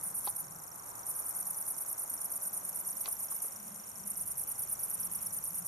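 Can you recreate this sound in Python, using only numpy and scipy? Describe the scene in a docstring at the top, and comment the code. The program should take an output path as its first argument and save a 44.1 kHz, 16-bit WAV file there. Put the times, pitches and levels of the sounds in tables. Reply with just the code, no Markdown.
"""Close up, a bush-cricket rasps in double strokes, in three runs, as a grasshopper warbler's reel comes up.
The bird's reel is gliding sines, a tick and a short falling note about 25 times a second; the cricket is
noise chopped by file teeth plus a ringing wing. Grainy noise makes the fainter insects, coloured noise the
distant traffic and a faint hiss, narrow noise a wavering hum. The hand-held camera clicks a few times in
damped sines and noise, and a faint pure whine passes."""
import sys
import numpy as np
from scipy import signal
from scipy.fft import rfft, irfft
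from scipy.io import wavfile

SR = 44100
rng = np.random.default_rng(int(sys.argv[2]) if len(sys.argv) > 2 else 0)


def put_to_file(sound):
    """Save the sound as 16-bit audio at rate SR, in the file named by the first command-line argument."""
    columns = np.atleast_2d(sound).T  # one column per channel
    safe = np.clip(columns, -1, 1)
    whole_steps = np.round(safe * 32767)
    wavfile.write(sys.argv[1], SR, whole_steps.astype(np.int16))


N = 250047
TIME = np.arange(N) / SR  # [s]

REEL_RATE_HZ, REEL_START_S = 25.2826, -.0074
# The bird's drift around its even beat: (time [s], lag [s])
REEL_LAG = [(0, .005), (.8, .0008), (1.8, -.0014), (3.9, -.0035), (4.5, .002), (4.9, .0033), (5.67, .0027)]
# How strongly the bird sings: (time [s], relative level [dB])
SONG_EFFORT = [(0, -59), (.4, -52), (1.3, -52), (3.3, -50), (4.1, -53.5), (4.7, -50.5), (5.67, -51.5)]
# Glides of one beat, as (time from the tick [ms], pitch [Hz], relative level [dB]):
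# the tick
TICK = [(-1.0, 6300, -16), (-.4, 6750, 2), (.2, 7150, 3), (.9, 6900, -14)]
# the tick's overtone, same columns
TICK_OVERTONE = [(-1.6, 12000, -22), (-.9, 10700, -7), (-.3, 9800, -20)]
# the falling note, same columns
NOTE = [(9.3, 6500, -20), (10.4, 5950, -4), (11.5, 5750, -2), (13.9, 5700, 2), (15.4, 5650, -1),
        (17, 5580, -20)]
# the falling note's overtone, same columns
NOTE_OVERTONE = [(9.3, 12300, -16), (11, 12030, -1), (12.6, 11800, -3), (14.4, 11690, 2), (16.3, 11670, -4),
                 (18.6, 11600, -6), (20.5, 11450, -16)]

# Two-stroke chirps of the bush-cricket: (start [s], length [s], then for each stroke in turn:
# delay of its peak [s], half length [s], relative rasp level [dB], relative ring level [dB])
CHIRPS = [(0.027, 0.087, 0.013, 0.007, -36, -39.5, 0.045, 0.016, -41, -37),
          (0.141, 0.077, 0.014, 0.0088, -37, -37.0, 0.042, 0.012, -37, -37),
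          (0.235, 0.078, 0.025, 0.009, -35, -37, 0.061, 0.008, -34, -35),
          (0.351, 0.071, 0.016, 0.004, -36.5, -37, 0.046, 0.013, -39.5, -38.5),
          (1.054, 0.072, 0.014, 0.002, -39.5, -32, 0.045, 0.012, -38, -35.5),
          (1.139, 0.074, 0.027, 0.0057, -37, -37.5, 0.058, 0.0064, -38, -37.5),
          (1.24, 0.073, 0.024, 0.005, -38, -34.5, 0.055, 0.0065, -34.5, -38.0),
          (1.35, 0.078, 0.018, 0.0058, -36, -35, 0.057, 0.006, -36.5, -34.5),
          (1.451, 0.082, 0.025, 0.0057, -37, -37, 0.056, 0.007, -39.5, -34.5),
          (1.561, 0.071, 0.016, 0.006, -37, -37, 0.051, 0.0097, -38.5, -38),
          (1.65, 0.078, 0.035, 0.0089, -37, -38, 0.062, 0.008, -37.5, -35.5),
          (1.755, 0.084, 0.031, 0.007, -42, -37.5, 0.061, 0.008, -37, -37.5),
          (1.866, 0.066, 0.025, 0.011, -39.5, -40, 0.067, 0.0061, -33.5, -37),
          (1.978, 0.067, 0.02, 0.006, -37.5, -36, 0.058, 0.01, -39, -39.5),
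          (2.091, 0.075, 0.013, 0.0044, -39, -36.0, 0.052, 0.012, -41, -37.5),
          (2.189, 0.082, 0.025, 0.007, -42, -38, 0.06, 0.007, -37.5, -36.5),
          (2.303, 0.075, 0.02, 0.0055, -38, -35.5, 0.06, 0.0052, -35, -32.5),
          (2.419, 0.072, 0.014, 0.007, -34.5, -40, 0.054, 0.007, -37, -34.5),
          (2.529, 0.079, 0.013, 0.005, -36.5, -35.5, 0.047, 0.0093, -40.5, -36.5),
          (2.634, 0.078, 0.018, 0.0053, -44, -36, 0.059, 0.007, -38.5, -38),
          (2.745, 0.086, 0.015, 0.0061, -35, -38, 0.052, 0.0084, -42, -36),
          (2.862, 0.085, 0.012, 0.007, -34, -37, 0.046, 0.0083, -43, -37),
          (2.961, 0.082, 0.017, 0.0066, -49, -38, 0.055, 0.007, -36, -34.5),
          (3.066, 0.088, 0.024, 0.007, -36.5, -37.5, 0.058, 0.0088, -37, -35.0),
          (3.186, 0.087, 0.013, 0.0029, -39, -35.5, 0.048, 0.0088, -38, -37),
          (3.303, 0.088, 0.012, 0.0075, -36.5, -38.5, 0.048, 0.0071, -37, -37),
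          (3.417, 0.077, 0.01, 0.006, -34.5, -36, 0.039, 0.017, -38, -40),
          (4.051, 0.066, 0.025, 0.0036, -38.5, -35.5, 0.057, 0.0062, -38, -34.5),
          (4.162, 0.068, 0.015, 0.005, -36.0, -37.0, 0.053, 0.0086, -37.5, -35),
          (4.256, 0.074, 0.025, 0.007, -35.5, -38.5, 0.056, 0.0096, -40, -36.5),
          (4.371, 0.069, 0.015, 0.01, -33.5, -40, 0.045, 0.0065, -37.5, -35.5),
          (4.47, 0.059, 0.026, 0.014, -37, -41.5, 0.051, 0.006, -38, -36.5),
          (4.579, 0.073, 0.02, 0.011, -35.5, -40.5, 0.045, 0.008, -37.5, -35.5),
          (4.682, 0.06, 0.018, 0.0076, -38, -39, 0.048, 0.0084, -34, -34),
          (4.786, 0.077, 0.018, 0.009, -38.5, -42.5, 0.056, 0.0085, -34.0, -36.5),
          (4.88, 0.078, 0.023, 0.0062, -36, -38.5, 0.063, 0.0073, -34, -33.5),
          (4.997, 0.077, 0.014, 0.007, -35, -36.5, 0.056, 0.0067, -34.5, -35),
          (5.114, 0.069, 0.01, 0.004, -35, -39, 0.044, 0.0065, -36, -35.5),
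          (5.207, 0.083, 0.021, 0.0054, -37.5, -37, 0.059, 0.0057, -36.5, -36),
          (5.323, 0.068, 0.013, 0.0097, -36.5, -40, 0.051, 0.009, -44, -36),
          (5.439, 0.069, 0.007, 0.008, -35.5, -38.5, 0.042, 0.0088, -39.5, -37),
          (5.533, 0.075, 0.025, 0.0085, -39, -38, 0.054, 0.011, -37, -37),
          (5.647, 0.046, 0.017, 0.006, -38, -38, 0.052, 0.008, -36, -37.0)]
# Tone of the bush-cricket's rasp: (frequency [Hz], relative level [dB])
RASP_COLOUR = [(3000, -64), (5000, -20.5), (5600, -12), (7900, -20.5), (8400, -12), (9000, -11),
               (10200, -3), (11300, -0.5), (12350, -2), (12600, -30), (13500, -16.5), (14500, -61)]

# Tone of the farther insects: (frequency [Hz], relative level [dB])
CHORUS_COLOUR = [(4500, -44), (5200, -27), (5600, -13), (7200, -9), (7900, -15), (8500, -4), (9300, 1),
                 (10000, -3), (11600, -1), (12350, -2), (12600, -15), (13200, -22), (14000, -40)]
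# Loudness of the farther insects: (time [s], relative level [dB])
CHORUS_LEVEL = [(0, -45), (.55, -48.5), (1.1, -45), (2.4, -45), (3.4, -44.5), (3.8, -45.5), (4.5, -47),
                (5.67, -45)]

# Clicks of the camera body: (time [s], knock pitch [Hz], knock level [dB], snap pitch [Hz],
# snap level [dB], crack level [dB], left minus right [dB]); the levels are relative
CLICKS = [(0.2735, 835, -29, 3800, -41, -38, 2), (0.276, 835, -37, 4450, -36, -46, 2),
          (3.0575, 840, -43, 3850, -41, -31.5, 2), (3.0785, 700, -41, 1080, -37, -56, 6),
          (3.3205, 915, -40.5, 1250, -49, -54, -2), (3.4455, 450, -48, 1210, -48, -62, 8)]
# Modes of the camera body: (multiple of the knock pitch [ratio], level [dB], share of the ring time [ratio])
BODY_MODES = [(1, -3.5, 0.95), (1.21, -2, 0.99), (1.36, -39, 0.97), (1.74, -22, 1)]
# Faint crackle around two of the clicks: (middle [s], half length [s], level [dB])
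CLICK_CRACKLE = [(.272, .02, -55), (3.062, .02, -54.5)]
# Tone of the snapping plastic: (frequency [Hz], relative level [dB])
SHELL_COLOUR = [(300, 0), (1100, 3), (1700, -3), (2200, 2.5), (2800, -2), (3600, 2), (4500, 2), (5500, -3),
                (8000, -6.5), (13000, -13)]

# Tone of the distant traffic: (frequency [Hz], relative level [dB])
TRAFFIC_COLOUR = [(15, -60), (25, -54), (44, -23), (74, -27), (188, -4), (268, -10.5), (446, -10.5),
                  (665, -6), (1060, -4), (1540, -7.5), (1760, -13), (2110, -13.5), (3000, -23.5),
                  (4680, -21.5), (5000, -11.5), (6500, -70), (11000, -120)]
# Second tone curve laid over the traffic: (frequency [Hz], relative level [dB])
TRAFFIC_TILT = [(120, -27.0), (260, 3.5), (4500, -3.5), (9000, -46)]
# Loudness of the distant traffic: (time [s], relative level [dB])
TRAFFIC_LEVEL = [(0.0, -55.5), (0.66, -58), (0.91, -55.5), (2.4, -56), (4.09, -58.5), (4.91, -56),
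                 (5.67, -58)]
# A far vehicle's tyre roar: (time [s], centre [Hz], relative level [dB])
TYRES = [(0, 1049, -63.5), (1.1, 1080, -56), (1.8, 996.5, -60), (2.6, 834, -60), (3.6, 783.6, -66.5),
         (5.67, 755, -74)]
# Tone of the deep rumble: (frequency [Hz], relative level [dB])
RUMBLE_COLOUR = [(20, -10.5), (40, -22), (57, -2.0), (72, -8.0), (110, -1.0), (200, -3.5),
                 (330, -42.0), (1000, -54)]
# Loudness of the deep rumble: (time [s], level [dB])
RUMBLE_LEVEL = [(0, -62), (.8, -63.5), (1.3, -65.5), (3.9, -67), (4.3, -59.5), (4.7, -61.5), (5.67, -61.5)]
# Swells of the low hum: (peak time [s], half length [s], centre [Hz], level [dB])
HUM_SWELLS = [(0.081, 0.17, 182.5, -62), (0.515, 0.079, 158.8, -61), (1.458, 0.1, 184, -63),
              (2.81, 0.64, 194.8, -65.5), (3.657, .11, 206, -60), (4.098, 0.12, 200.9, -58.5),
              (5.181, 0.22, 195.1, -59.5), (5.595, 0.088, 183.9, -62)]

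# The thin whine, a single row: (start [s], end [s], pitch [Hz], level [dB], left minus right [dB])
WHINE = (2.63, 3.27, 12230, -56, -17)
# Tone of the faint hiss: (frequency [Hz], relative level [dB])
HISS_COLOUR = [(1200, -44), (2000, -0.5), (2600, -0.5), (3400, -6), (5000, -14), (8000, -48)]
# Loudness of the faint hiss: (time [s], relative level [dB])
HISS_LEVEL = [(0, -103), (3.2, -70.5), (4.3, -70.5), (5, -68.5), (5.67, -71)]


def warbler(overtone_db=2.5, flare_db=9):
    """Tick and falling note alternate; their high overtones flutter, and flare while a chirp sounds."""
    tick = whistle(TICK, scatter_db=1.6, detune=.02, slip_ms=.2, stretch=.2, swoop=.4)
    note = whistle(NOTE, scatter_db=1.5, detune=.005, slip_ms=.25, stretch=.12, swoop=.25)
    overtones = whistle(NOTE_OVERTONE, scatter_db=1.2, detune=.0015, slip_ms=.3, stretch=.05, swoop=.1)
    overtones = overtones + whistle(TICK_OVERTONE, scatter_db=2, detune=.02, slip_ms=.2, stretch=.2, swoop=.2)
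    note = note * (1 + .35 * wander(600).real)
    overtones = overtones * (1 + .5 * wander(700, channels=2).real)

    flare = np.minimum(sum(chirping(TIME - s, length) for s, length, *_ in CHIRPS), 1)
    song = tick * pan(0.9) * undb(1.3)
    song = song + note * pan(-2) * undb(-.5)
    song = song + overtones * pan(-2) * undb(overtone_db + flare_db * flare)
    # the ground returns a weak early echo
    song = song + undb(-17) * np.roll(song, int(.0048 * SR), axis=1)
    return grass(song * undb(curves(SONG_EFFORT)[0]), t60_s=.05, wet_db=-13)


def whistle(shape, scatter_db, detune, slip_ms, stretch, swoop):
    """One gliding sine on every beat, each different in time, pitch, strength, length and depth of glide."""
    beats = (TIME - curves(REEL_LAG)[0] - REEL_START_S) * REEL_RATE_HZ
    # each beat's window opens a quarter beat before its tick
    index = np.floor(beats + 1 / 4).astype(int)
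    slip, pitch, size, length, depth = rng.standard_normal((index[-1] + 1, 5))[index].T

    at_ms, hz, db = np.transpose(shape)
    ms = (beats - index) / REEL_RATE_HZ * 1000 + slip_ms * slip
    ms = at_ms.mean() + (ms - at_ms.mean()) * np.exp(stretch * length)

    middle_hz = np.median(hz)
    glide = (np.interp(ms, at_ms, hz) - middle_hz) * np.exp(swoop * depth)
    phase = 2 * np.pi * np.cumsum((middle_hz + glide) * (1 + detune * pitch)) / SR
    loudness = np.interp(ms, at_ms, undb(db), left=0, right=0) * undb(scatter_db * size)
    return loudness * np.sqrt(2) * np.sin(phase)


def bush_cricket(ring_hz=9375, turn_db=-5):
    """Two strokes a chirp drag the file over the scraper; at the peak of each the wing's resonance rings out."""
    rasp_power, ring_power = np.zeros(N), np.zeros(N)
    for s, length, *columns in CHIRPS:
        span = slice(max(int(s * SR) - SR // 100, 0), int(s * SR) + SR // 7)
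        t = TIME[span] - s
        # one row per stroke
        peak, half, rasp_db, ring_db = np.reshape(columns, (2, -1)).T[:, :, None]
        gate = chirping(t, length)
        speed = np.exp(-np.abs((t - peak) / half) ** 3)
        stroke_db = np.where(t < peak.mean(), rasp_db[0], rasp_db[1])
        # the rasp dips where the wings turn
        dip_db = turn_db * (1 - speed.max(axis=0))
        rasp_power[span] += (undb(stroke_db + dip_db) * gate) ** 2
        ring_power[span] += np.sum((undb(ring_db) * gate) ** 2 * speed, axis=0)

    file = teeth(rate_hz=480, jitter=.3, ring_share=.62, scatter_db=1)
    buzz = unit(sum(wing_band(hz) for hz in range(8500, 13000, 1000))) + .4 * pair(.25)
    scrape = unit(colour(buzz * file, RASP_COLOUR)) * np.sqrt(rasp_power) * pan(-2.6) * undb(-0.15)

    # the ring's pitch wobbles; its steady part trails by 1.4 radians on the left
    phase = 2 * np.pi * np.cumsum(ring_hz + 250 * wander(600)[0].real) / SR
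    wing = np.exp(1j * np.array([[-1.4], [0]])) + .7 * wander(1000, channels=2)
    ring = unit((wing * np.exp(1j * phase)).real) * np.sqrt(ring_power) * pan(0.1) * undb(0.1)
    return grass(scrape + ring, t60_s=.04, wet_db=-24)


def chirping(t, length):
    """Loudness of a chirp: it starts abruptly, holds and dies away."""
    edge_s, tail_s = .002, .003
    return np.clip(t / edge_s + .5, 0, 1) * np.exp(-np.maximum(t - length, 0) / tail_s)


def teeth(rate_hz, jitter, ring_share, scatter_db):
    """Loudness of a scraper slipping over a file: every tooth is a burst that dies away."""
    travel = np.cumsum(rate_hz * np.exp(jitter * wander(300)[0].real)) / SR
    index = travel.astype(int)
    size = undb(scatter_db * rng.standard_normal(N))[index]
    # ring_share is the decay time as a share of the tooth spacing
    return unit(size * np.exp(-(travel - index) / ring_share))


def wing_band(hz):
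    """One broad resonance of the wing, swelling and fading on its own."""
    shape = [(hz - 1200, -40), (hz - 400, -2), (hz, 0), (hz + 400, -2), (hz + 1200, -40)]
    return colour(pair(.25), shape) * undb(2.8 * wander(120)[0].real)


def chorus():
    """Farther insects merge into a grainy sizzle that drops away briefly between their chirps."""
    grain = teeth(rate_hz=500, jitter=.5, ring_share=1.5, scatter_db=2.2)
    # dips just under 9 times a second
    between = (.5 + .5 * np.cos(2 * np.pi * 8.98 * (TIME - .598))) ** 4
    flicker = undb(2 * wander(110, channels=2).real + 1.5 * wander(90).real - 5 * between)
    sizzle = unit(colour(pair(0.083) * grain, CHORUS_COLOUR))
    return sizzle * flicker * pan(0.96) * undb(curves(CHORUS_LEVEL)[0])


def camera(knock_t60_s=0.047):
    """Fingers make the body knock in damped modes, its plastic crack as noise and a loose part ring."""
    snap_t60_s, crack_t60_s, contact_s = .018, .016, .0003
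    knocks, cracks, pings = np.zeros((3, 2, N))
    t = TIME[:SR // 8]
    fade = -np.log(1000) * t  # divided by a t60 it gives a 60 dB decay
    push = 1 - np.exp(-t / contact_s)
    for s, knock_hz, knock_db, snap_hz, snap_db, crack_db, pan_db in CLICKS:
        span = slice(int(s * SR), int(s * SR) + len(t))
        blow = pan(pan_db) * push
        body = 0
        for ratio, db, share in BODY_MODES:
            mode = np.sin(2 * np.pi * ratio * knock_hz * t) * np.exp(fade / (share * knock_t60_s))
            body = body + undb(db) * mode
        snap = np.sin(2 * np.pi * snap_hz * t) * np.exp(fade / snap_t60_s)
        knocks[:, span] += blow * undb(knock_db) * body
        pings[:, span] += blow * undb(snap_db) * snap
        cracks[:, span] += blow * undb(crack_db) * np.exp(fade / crack_t60_s)

    # loose parts roughen the knock and the snap's own pitch
    clicks = knocks * (1 + .25 * wander(400, channels=2).real)
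    clicks = clicks + pings * (1 + 1.2 * wander(1100, channels=2).real)
    clicks = clicks + cracks * unit(colour(pair(0.28), SHELL_COLOUR))
    return grass(clicks + click_crackle(), t60_s=.07, wet_db=-13)


def click_crackle():
    """Faint grainy noise, a run of irregular small bursts, swells and fades around two of the clicks."""
    grain = teeth(rate_hz=350, jitter=.6, ring_share=.5, scatter_db=3)
    swells = sum(undb(db) * np.exp(-((TIME - s) / half) ** 2) for s, half, db in CLICK_CRACKLE)
    return swells * unit(colour(pair(0.9) * grain, SHELL_COLOUR))


def field():
    """Distant traffic off to the right, a deep rumble and a low hum that wavers in pitch."""
    left, right = pair(0.093)
    # the left ear hears it 11 samples later
    murmur = np.array([np.roll(left, 11), right])
    murmur = colour(colour(murmur, TRAFFIC_COLOUR), TRAFFIC_TILT)
    traffic = unit(murmur) * pan(-1.6) * undb(curves(TRAFFIC_LEVEL)[0] + 1.5)
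    rumble = unit(colour(pair(0.7), RUMBLE_COLOUR)) * undb(curves(RUMBLE_LEVEL)[0])
    return traffic + tyres() + rumble + hum()


def tyres():
    """One far vehicle's roar, a band of noise, swells early and then sinks in pitch as it draws away."""
    hz, db = curves(TYRES)
    band = wander(650) + .6 * wander(650, channels=2)
    roar = unit((band * np.exp(2j * np.pi * np.cumsum(hz) / SR)).real)
    left, right = roar * undb(db)
    return np.array([np.roll(left, 13), right]) * pan(-3)


def hum():
    """A low band of noise swells and fades, a little higher or lower each time."""
    peaks, _, hz, _ = np.transpose(HUM_SWELLS)
    phase = 2 * np.pi * np.cumsum(np.interp(TIME, peaks, hz)) / SR
    swells = sum(undb(db) * np.exp(-((TIME - s) / half) ** 2 / 2) for s, half, _, db in HUM_SWELLS)
    band = wander(53.7) + 0.25 * wander(82, channels=2)
    return swells * unit((band * np.exp(1j * phase)).real)


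def whine():
    """A faint, very high steady sine comes and goes once on the right."""
    start, end, hz, db, pan_db = WHINE
    gate = np.clip(np.minimum(TIME - start, end - TIME) / .02, 0, 1)
    return pan(pan_db) * undb(db) * gate * np.sin(2 * np.pi * hz * TIME)


def hiss():
    """A faint fluttering band of noise, louder in the second half."""
    flutter = undb(2 * wander(20)[0].real)
    return unit(colour(pair(0.25), HISS_COLOUR)) * flutter * undb(curves(HISS_LEVEL)[0])


def grass(x, t60_s, wet_db):
    """Stems scatter a short diffuse tail, different at each ear."""
    t = TIME[:SR // 8]
    tail = rng.standard_normal((2, len(t))) * np.exp(-np.log(1000) * t / t60_s)
    tail /= np.sqrt(np.sum(tail ** 2, axis=1, keepdims=True))
    return x + undb(wet_db) * signal.fftconvolve(np.atleast_2d(x), tail, axes=1)[:, :N]


def undb(db):
    """Decibels to gain."""
    return 10 ** (np.asarray(db) / 20)


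def unit(x):
    """Scale to rms 1."""
    return x / np.sqrt(np.mean(np.abs(x) ** 2))


def curves(table):
    """The columns of a table, joined by straight lines in time."""
    s, *columns = np.transpose(table)
    return [np.interp(TIME, s, c) for c in columns]


def pan(db):
    """Left and right gains for a level difference, left minus right."""
    return undb(np.array([[db], [-db]]) / 2)


def colour(x, points):
    """Shape a sound's spectrum with (frequency [Hz], level [dB]) points, joined along log frequency."""
    hz, db = np.transpose(points)
    f = np.maximum(np.arange(N // 2 + 1) * SR / N, 1)
    gain = undb(np.interp(np.log(f), np.log(hz), db))
    return irfft(rfft(x) * gain, N)


def wander(width_hz, channels=1):
    """Complex noise that changes no faster than its bandwidth allows."""
    sos = signal.butter(4, width_hz / 2, fs=SR, output="sos")
    z = rng.standard_normal((channels, N)) + 1j * rng.standard_normal((channels, N))
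    return unit(signal.sosfilt(sos, z))


def pair(likeness):
    """Left and right noises that share a part; likeness is their correlation."""
    mid, side = rng.standard_normal((2, N))
    sides = np.array([side, -side])
    return (np.sqrt(1 + likeness) * mid + np.sqrt(1 - likeness) * sides) / np.sqrt(2)


def scene():
    """Bird, insects, the camera itself, far background, a faint whine and a faint hiss."""
    return warbler() + bush_cricket() + chorus() + camera() + field() + whine() + hiss()


def record(dry):
    """The recorder cuts the top steeply, above 13.8 kHz."""
    steep_cut = signal.ellip(8, .2, 70, 13800, fs=SR, output="sos")
    return signal.sosfilt(steep_cut, dry)


dry = scene()
out = record(dry)
put_to_file(out)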